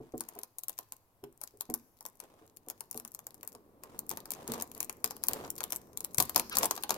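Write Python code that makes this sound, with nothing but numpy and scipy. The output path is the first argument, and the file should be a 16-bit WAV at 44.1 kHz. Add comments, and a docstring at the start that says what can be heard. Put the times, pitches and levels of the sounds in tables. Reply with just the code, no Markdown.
"""Sharp crackles and soft thumps: fingers pick and peel the cellophane off a small cardboard box, close by.
Creases snap as short clicks plus decaying noise, and shake the box; tiny creases crinkle in between.
Fingertips knock, which rings the box's own pitches, and slide, which makes filtered grainy noise.
Near the end the seal tears open in a run of loud cracks and one short squeak, a wavering falling tone.
A small room adds close echoes, a faint tail and a steady hush."""
import sys
import numpy as np
from scipy import signal
from scipy.fft import rfft, irfft, next_fast_len
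from scipy.io import wavfile
from scipy.ndimage import uniform_filter1d

SR = 44100
rng = np.random.default_rng(int(sys.argv[2]) if len(sys.argv) > 2 else 0)


def master(y):
    """Save y as 16-bit WAV."""
    cut = np.clip(np.atleast_2d(y).T, -1, 1)
    pcm = np.round(cut * 32767)  # scale
    wavfile.write(sys.argv[1], SR, pcm.astype(np.int16))


N = 307377

# The creases that snap loudly. Each row: start in seconds, relative energy of the bright tick in dB,
# how hard the box answers compared with the tick in dB (before a small trim).
SNAPS = [(0.179, -19, -25), (0.2075, -8.5, -11.5), (0.2885, -17, -12), (0.3895, -17, -12.5),
         (0.434, -14, -14), (0.5852, -13, -22), (0.6356, -15, -20), (0.6833, -8, -22.5),
         (0.6951, -11.5, -15), (0.7884, -11, -10), (0.9223, -15, -14), (1.2393, -27.5, 0),
         (1.4148, -16.5, -10.5), (1.4376, -13, -14.5), (1.609, -8, -15), (1.7002, -16.5, -12),
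         (1.7403, -2.5, -19.5), (2.008, -24, -6.5), (2.0531, -19.5, -2.5), (2.0624, -15, -14.5),
         (2.2018, -17.5, -11.5), (2.6856, -17.5, -14), (2.7004, -12, -12), (2.8074, -14, -10),
         (2.912, -12.5, -18), (2.9448, -23.5, -7), (2.9759, -12.5, -17), (2.9989, -18, -12),
         (3.0499, -18, -10), (3.1486, -15, -17), (3.1913, -22, -7.5), (3.268, -15, -13.5),
         (3.344, -25.5, -14), (3.431, -19.5, -6), (3.4762, -13, -20.5), (3.5503, -28.5, 0),
         (3.836, -21.5, -3.5), (3.9912, -8.5, -20), (4.0933, -7.5, -28.5), (4.1134, -13.5, -3),
         (4.1725, -15, -6), (4.2563, -22.5, -4), (4.3056, -9, -19), (4.3185, -11, -15.5),
         (4.4777, -15, -11), (4.5195, -12, -8.5), (4.5372, -16, -2.5), (4.5999, -22.5, 0.5),
         (4.623, -7.5, -14), (4.716, -22, -12), (4.7492, -22.5, -15.5), (4.8046, -5, -17),
         (4.829, -10.5, -18.5), (4.8963, -12, -7.5), (5.0432, 0.5, -14.5), (5.1087, -15, -3.5),
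         (5.1663, -22.5, -10), (5.2377, -5, -17), (5.2845, 3, -20), (5.3334, -7.5, -23), (5.449, -35, 14.5),
         (5.5033, -8, -30.5), (5.5804, -18.5, -11), (5.6057, -15, 0.5), (5.639, -7, -14),
         (5.7053, -17.5, -14), (5.7229, -6, -14.5), (5.7302, -15, -6.5), (5.7611, -9, -23.5),
         (5.9738, -9, -20), (6.0059, -13.5, -17.5), (6.0467, -7.5, -21), (6.1459, -11, -20.5),
         (6.1831, 2.5, -13.5), (6.2016, 2, -7), (6.205, 0, -26), (6.2251, -2, -22), (6.2954, -9, -11),
         (6.361, 5.5, -6.5), (6.3786, -6.5, -16), (6.3966, -2.5, -8.5), (6.4968, -16.5, -13),
         (6.5531, -12, -6), (6.5699, 0, -8), (6.5851, 2.5, -25), (6.6316, -6.5, 3), (6.6447, -8.5, -3),
         (6.6561, -2.5, -20), (6.7102, -3.5, -3), (6.7642, -17, -9), (6.777, -21.5, 4.5),
         (6.8361, -8.5, -6.5), (6.894, -11.5, -0.5), (6.9062, -2, -4), (6.9203, -21, 1)]


def amp(db):
    """Turns decibels into gain."""
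    return 10 ** (np.asarray(db) / 20)


def read(points, hz):
    """Reads a table of (Hz, value) at any frequency, joining its points on a log-frequency axis."""
    f, value = np.transpose(points)
    return np.interp(np.log(hz + 1), np.log(f), value)


def unit(x):
    """Scales a sound to a total energy of 1, averaged over its channels."""
    return x / np.sqrt(np.mean(np.sum(x ** 2, -1)) + 1e-20)


def add(mix, s, sound):
    """Lays a sound into the mix at time s in seconds."""
    start = max(round(s * SR), 0)
    part = mix[:, start:][:, :sound.shape[-1]]
    part += sound[..., :part.shape[1]]


def colour(points, size=2048):
    """Makes the most compact impulse response with this spectrum (minimum phase: nothing sounds early)."""
    log_gain = np.log(amp(read(points, abs(np.fft.fftfreq(size, 1 / SR)))))
    return np.fft.ifft(np.exp(np.conj(signal.hilbert(log_gain)))).real[:size // 2]


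def through(x, response):
    """Filters x by an impulse response, keeping its length."""
    return signal.fftconvolve(np.atleast_2d(x), np.atleast_2d(response), axes=1)[:, :x.shape[-1]]


def snaps(colours, db=0.53, box_trim_db=-0.4, after_db=-19, after_s=0.012, lead_in_db=-20):
    """Each loud snap has a faint copy 1 to 2 ms ahead of it, and quieter snaps follow."""
    out = np.zeros((2, N))
    for s, tick_db, box_db in SNAPS:
        tick, crack, answer = snap(colours)
        # a large crease shakes the box and also cracks lower; so does film that has come loose
        loose_db = 4 if s > 4.3 else 0
        crack_db = -4 + 0.6854 * box_db + loose_db
        film = amp(tick_db) * (tick + amp(crack_db) * crack)
        add(out, s, film + amp(tick_db + box_db + box_trim_db) * answer)
        add(out, s - rng.uniform(0.001, 0.002), amp(lead_in_db) * film)
        waits, varies_db = rng.exponential(after_s, size=3), rng.normal(0, 5.2, size=3)
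        for wait, vary_db in zip(waits, varies_db):
            # later followers tend to be quieter
            add(out, s + wait, amp(after_db + vary_db - 6 * wait / after_s) * film)
    return amp(db) * out


def snap(colours, size=2048):
    """One flip of the film, as three parts of energy 1: bright tick, lower crack, answer of the box's panels."""
    t = np.arange(size) / SR
    tick = burst(t, flutter_s=0.00085, flutter_db=-1, facet_db=-8, ring_s=0.0014, ring_db=-5.0)
    # slower waves linger in the crack
    crack = burst(t, flutter_s=0.00054, flutter_db=14, facet_db=7, ring_s=0.0027, ring_db=9.0)
    push = rng.standard_normal(size) * (np.exp(-t / 0.00064) + 0.5 * np.exp(-t / 0.0096))
    return [unit(through(x, response)) for x, response in zip((tick, crack, push), colours)]


def burst(t, flutter_s, flutter_db, facet_db, ring_s, ring_db):
    """A crease flips (a click), the film flutters (noise) and one facet rings at its own pitch."""
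    # Tone on the right. Each row: frequency in Hz, relative level in dB.
    right_tone = [(200, 4), (1100, 6.5), (2300, 13), (3700, -8), (5500, 7), (7500, 1), (9500, -49),
                  (12500, -5), (15500, -17.5)]
    flutter, own, ring_left, ring_right = rng.standard_normal((4, len(t)))
    attack = 1 - np.exp(-t / 0.00011)
    fade = np.exp(-t / (flutter_s * rng.uniform(1.0, 1.35))) * attack
    facet = unit(np.sin(2 * np.pi * rng.uniform(2280, 14060) * t) * np.exp(-t / 0.00052))
    flip = np.roll(t == 0, rng.integers(2, 12)) * rng.choice([-1, 1])
    left = flip + amp(flutter_db) * unit(flutter * fade) + amp(facet_db) * facet
    right = through(0.12 * left + 0.78 * unit(own * fade), colour(right_tone))[0]
    right = right * amp(rng.normal(0, 1.2))
    ring = unit(np.array([ring_left, 0.72 * ring_right]) * np.exp(-t / ring_s))
    return np.array([left, right]) + amp(ring_db) * ring


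def crinkle(colours, per_s=110, spread_db=7.5, crack_db=-11, relax_s=0.032, rubbed_db=29,
            stray_per_s=10, stray_db=-46, count=24):
    """Strain builds around snaps and under a sliding finger; tiny creases give way, a few even at rest."""
    full_strain_db = -36.5
    strain_follow = 0.42  # how closely strain follows the strength of a snap, 0 to 1
    build_share = 0.35  # strain before a snap, compared with after it
    jolts = np.zeros(N)
    for s, tick_db, _ in SNAPS:
        jolts[min(int(s * SR), N - 1)] = amp(strain_follow * tick_db)
    fading = [1, -np.exp(-1 / (relax_s * SR))]
    relaxing = signal.lfilter([1], fading, jolts)
    building = signal.lfilter([1], fading, jolts[::-1])[::-1]  # run backwards in time
    strain = relaxing + build_share * building + amp(rubbed_db) * rubbing()
    strained = (rng.random(N) < per_s * np.sqrt(strain) / SR) * strain * amp(full_strain_db)
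    stray = (rng.random(N) < stray_per_s / SR) * amp(stray_db)
    flips = (strained + stray) * amp(spread_db * np.minimum(rng.exponential(1, N), 3))
    creases = []
    for _ in range(count):
        tick, crack, _answer = snap(colours)
        creases.append(tick + amp(rng.normal(crack_db, 6.9)) * crack)
    out = np.zeros((2, N))
    for at in np.flatnonzero(flips):
        add(out, at / SR, flips[at] * creases[at % count])
    return out


def knocks(size=10000, focus_db=6.0, chatter=0.79, place_db=2):
    """A soft push lands and settles; the box's own pitches near the centre of the push ring most."""
    # The box's own ringing pitches. Each row: frequency in Hz, relative level in dB,
    # time to fade by 60 dB in seconds.
    box_modes = [(77, -8.5, 0.0568), (134.8, -1.5, 0.078), (244.7, 1, 0.1), (326.5, -3, 0.046),
                 (439.3, 2.5, 0.06), (564, -13, 0.053), (707, -1.5, 0.03), (1038, -2.5, 0.015)]
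    out, t = np.zeros((2, N)), np.arange(size) / SR
    for s, db, contact_s, centre_hz in pushes():
        ring = np.zeros(size)
        press = t / contact_s * np.exp(-t / contact_s)
        for hz, mode_db, t60 in box_modes:
            turn = 2 * np.pi * hz * rng.normal(1, 0.046) * t  # the grip detunes each mode
            rough = 10 * chatter * rng.standard_normal(size)
            force = press * (np.sin(turn + 2 * np.pi * rng.random()) + rough)
            mode = unit(through(force, np.sin(turn) * amp(-60 * t / t60))[0])
            off_centre_db = focus_db * np.log2(hz / centre_hz) ** 2
            ring += amp(mode_db + place_db * rng.standard_normal() - off_centre_db) * mode
        add(out, s, amp(db + 5.0) * unit(ring))
    return out


def pushes():
    """Fingertips and the hardest snaps push the box: rows of (s, relative level dB, contact s, centre Hz)."""
    # Fingers bump the box. 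Each row: start in seconds, relative level in dB, centre of the push in Hz.
    bumps = [(0.000, -20.5, 278), (0.135, -12.5, 357), (0.355, -25.5, 603), (1.228, -20.5, 296),
             (1.534, -33.5, 415), (1.690, -14, 380), (2.412, -33, 482), (2.667, -28, 475),
             (2.944, -20.5, 385), (3.540, -30, 450), (4.484, -12, 312), (5.039, -20, 493),
             (6.177, -13.5, 110)]
    landing_s = 0.0058  # how long a fingertip takes to land
    # a snap that shakes the box harder than this also rocks it, like a brief knock
    jolt_over_db = -22
    jolt_db, jolt_s, jolt_hz = -18, 0.0014, 450
    rows = [(s, db, landing_s, hz) for s, db, hz in bumps]
    for s, tick_db, box_db in SNAPS:
        if tick_db + box_db > jolt_over_db:
            rows.append((s, tick_db + box_db + jolt_db, jolt_s, jolt_hz))
    return rows


def slide(grip_db=0.0):
    """Rubbing skin makes the dull murmur of the grip, and the brighter strokes of a fingertip."""
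    # The grip on the box tightens as the work goes on. Each row: time in seconds, level in dB.
    handling = [(0.5, -82.5), (3.89, -62.5), (3.96, -58), (4.61, -58), (5.06, -59.5), (5.42, -53),
                (5.71, -57.5), (6.97, -57)]
    # Tones of grip and stroke. Each row: frequency in Hz, relative level in dB per Hz.
    grip_tone = [(25, -10.5), (70, -4), (130, -4.5), (240, 0), (450, -1.5), (650, -9.5), (1100, -12),
                 (1500, -24.5), (3000, -39), (9000, -42)]
    stroke_tone = [(100, -22), (250, -2.5), (450, 3), (700, 2), (1050, 0.5), (1500, -8.5), (2300, -12),
                   (4000, -16.5), (7400, -15.5), (13000, -18.5), (17000, -34)]
    stroke = rubbing()
    held = amp(np.interp(np.arange(N) / SR, *np.transpose(handling)) + grip_db)
    grip = held + amp(-11) * stroke  # a stroke also stirs the grip a little
    murmur = grip * friction(grip_tone, catches_per_s=1500, spread_db=3)
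    return murmur + stroke * friction(stroke_tone, catches_per_s=480, spread_db=4)


def rubbing():
    """The gain of the strokes: a fingertip lands, its rubbing grows or fades as it slides, and it lifts."""
    # A fingertip slides over the wrap. Each row: start in seconds, length in seconds,
    # final level in dB, rise on the way there in dB (negative: a fall).
    strokes = [(0.0, 0.15, -72.5, -8.5), (0.213, 0.18, -57, 11), (2.212, 0.24, -67, -5),
               (3.818, 0.15, -59, 2.5), (4.099, 0.032, -47.5, -1.5), (4.275, .24, -45.5, 18),
               (4.522, 0.106, -48, -3.5), (4.755, 0.065, -60, -11), (5.285, 0.18, -46.5, -1.5),
               (6.35, 0.02, -42, -1), (6.528, 0.11, -33, 21), (6.899, 0.15, -44, 4.5)]
    attack_s, release_s = 0.016, 0.02
    level, t = np.zeros((1, N)), np.arange(SR // 2) / SR
    for start, length, db, swell_db in strokes:
        press = amp(db + swell_db * (np.minimum(t / length, 1) - 1))
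        landing = np.minimum(t / attack_s, 1)
        lifting = np.exp(-np.maximum(t - length, 0) / release_s)
        add(level, start, press * landing * lifting)
    return level[0]


def friction(spectrum, catches_per_s, spread_db):
    """Skin and film slip in tiny random catches, short noise grains that excite the wrapped box."""
    strengths = amp(spread_db * np.minimum(rng.exponential(1, N), 3))
    catches = (rng.random(N) < catches_per_s / SR) * strengths
    grain = np.sqrt(signal.lfilter([1], [1, -np.exp(-1 / (0.002 * SR))], catches ** 2))
    return np.sqrt(N) * unit(diffuse(grain * rng.standard_normal((2, N)), spectrum))


def squeak(jitter, overtone_db):
    """Film sticks and slips on card: an unsteady tone with overtones, slowing as the tension goes."""
    start_s, length_s, level_db = 6.507, 0.049, -39.5
    start_hz, sag_hz_per_s = 1540, 8000
    t = np.arange(0, length_s, 1 / SR)
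    waver = uniform_filter1d(rng.standard_normal(len(t)), size=60)
    pitch = (start_hz - sag_hz_per_s * t) * (1 + jitter * waver / waver.std())
    phase = 2 * np.pi * np.cumsum(pitch) / SR
    arch = amp(level_db) * np.sin(np.pi * t / length_s)
    tone = sum(amp(overtone_db * k) * np.sin((k + 1) * phase) for k in range(4))
    out = np.zeros((2, N))
    add(out, start_s, arch * tone)
    return out


def diffuse(pair, spectrum):
    """Blends two unrelated signals into one coloured sound field, partly alike on left and right."""
    # How alike left and right are. Each row: frequency in Hz, likeness (1 is identical, 0 unrelated).
    likeness = [(100, 0.69), (500, 0.98), (1000, 0.32), (2000, 0.17), (4000, 0)]
    # Tone of the right side. Each row: frequency in Hz, right minus left in dB.
    right_tilt = [(1100, 0), (3700, 1.5), (7500, -6), (9500, -6), (12500, -5.5), (15500, 3)]
    size = next_fast_len(pair.shape[1], True)
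    hz = np.fft.rfftfreq(size, 1 / SR)
    a, b = rfft(pair, size)
    same = np.clip(read(likeness, hz), -1, 1)
    right = (same * a + np.sqrt(1 - same ** 2) * b) * amp(read(right_tilt, hz))
    return irfft(np.array([a, right]) * amp(read(spectrum, hz)), size)[:, :pair.shape[1]]


def room(x, near_db=-13, near_s=0.0046, near_fade_s=0.01):
    """The table and a paper bag throw back a quick cluster of echoes; the room adds a faint tail."""
    # How long the room rings. Each row: frequency in Hz, time to fade by 60 dB in seconds.
    fade_times = [(200, 0.43), (700, 0.12), (2000, 0.53), (3500, 0.28), (7000, 1.08), (13000, 1.07)]
    # How much the room returns. Each row: frequency in Hz, relative level in dB.
    returned = [(200, -5), (700, -7), (2000, -11.5), (4500, -15.5), (7500, -24.5), (10000, -30),
                (13000, -26.5)]
    size = SR // 2
    hz, t, z = signal.stft(rng.standard_normal((2, size)), SR, nperseg=256)
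    t60 = read(fade_times, hz)[:, None]
    fading = z * amp(-60 * t / t60) / np.sqrt(t60)
    tail = signal.istft(fading, SR, nperseg=256)[1][:, :size]
    t = np.arange(size) / SR
    tail = diffuse(unit(tail * np.clip(t / near_s - 1, 0, 1)), returned)
    taps = rng.standard_normal((2, size)) * (rng.random((2, size)) < 2500 / SR)  # 2500 echoes per second
    taps = unit(taps * (t > near_s) * np.exp(-t / near_fade_s))
    near = diffuse(taps, [(300, -1.7), (3000, 0.97), (12000, 0.2)])  # (Hz, dB)
    source = x.mean(0) * 0.5 + x[0] * 0.5  # leans to the left
    return through(source, tail + amp(near_db) * near)


def right_late(pair):
    """Sound from the left reaches the right microphone a little later."""
    delay_s = 0.00018
    return np.array([pair[0], np.pad(pair[1], (round(delay_s * SR), 0))[:N]])


def room_tone(db=-71):
    """The steady hush of the room, as coloured noise."""
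    # Tone of the hush. Each row: frequency in Hz, relative level in dB per Hz.
    hush_tone = [(25, 2), (60, -5.5), (105, 6.5), (200, -11), (450, -7), (1050, -7.5), (1500, -19),
                 (3500, -24.5), (7300, -23.5), (9500, -20), (12500, -14.5), (16000, -24.5)]
    return amp(db) * np.sqrt(N) * unit(diffuse(rng.standard_normal((2, N)), hush_tone))


def scene():
    """Film and box close by, in the room."""
    # Tones of a snap's three parts. Each row: frequency in Hz, relative level in dB per Hz.
    tick_tone = [(3500, -34), (6000, -10.5), (7500, -4.5), (9500, -2), (11000, 1), (12600, 2),
                 (14200, -1.5), (15600, -8), (17000, -21)]
    crack_tone = [(900, -11), (1500, -3.5), (2300, 1.5), (3100, -1.5), (4300, 3.5), (6600, 5.5),
                  (7800, 1.5), (10000, -54)]
    panel_tone = [(90, -26.5), (220, -7.5), (450, -6.5), (750, -0.5), (1030, 3), (1300, -6), (1800, -11),
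                  (3500, -41.5)]
    colours = [colour(spectrum) for spectrum in (tick_tone, crack_tone, panel_tone)]
    close = snaps(colours) + crinkle(colours) + knocks() + squeak(jitter=0.13, overtone_db=-2.5)
    return right_late(close + room(close) + slide()) + room_tone()


def record(dry):
    """The loudest peaks are rounded off softly; then the highest treble is cut off."""
    low_pass = signal.firwin(201, 16500, window=("kaiser", 8), fs=SR)  # cutoff in Hz
    return signal.oaconvolve(np.tanh(dry), low_pass[None], "same")


dry = scene()
out = record(dry)
master(out)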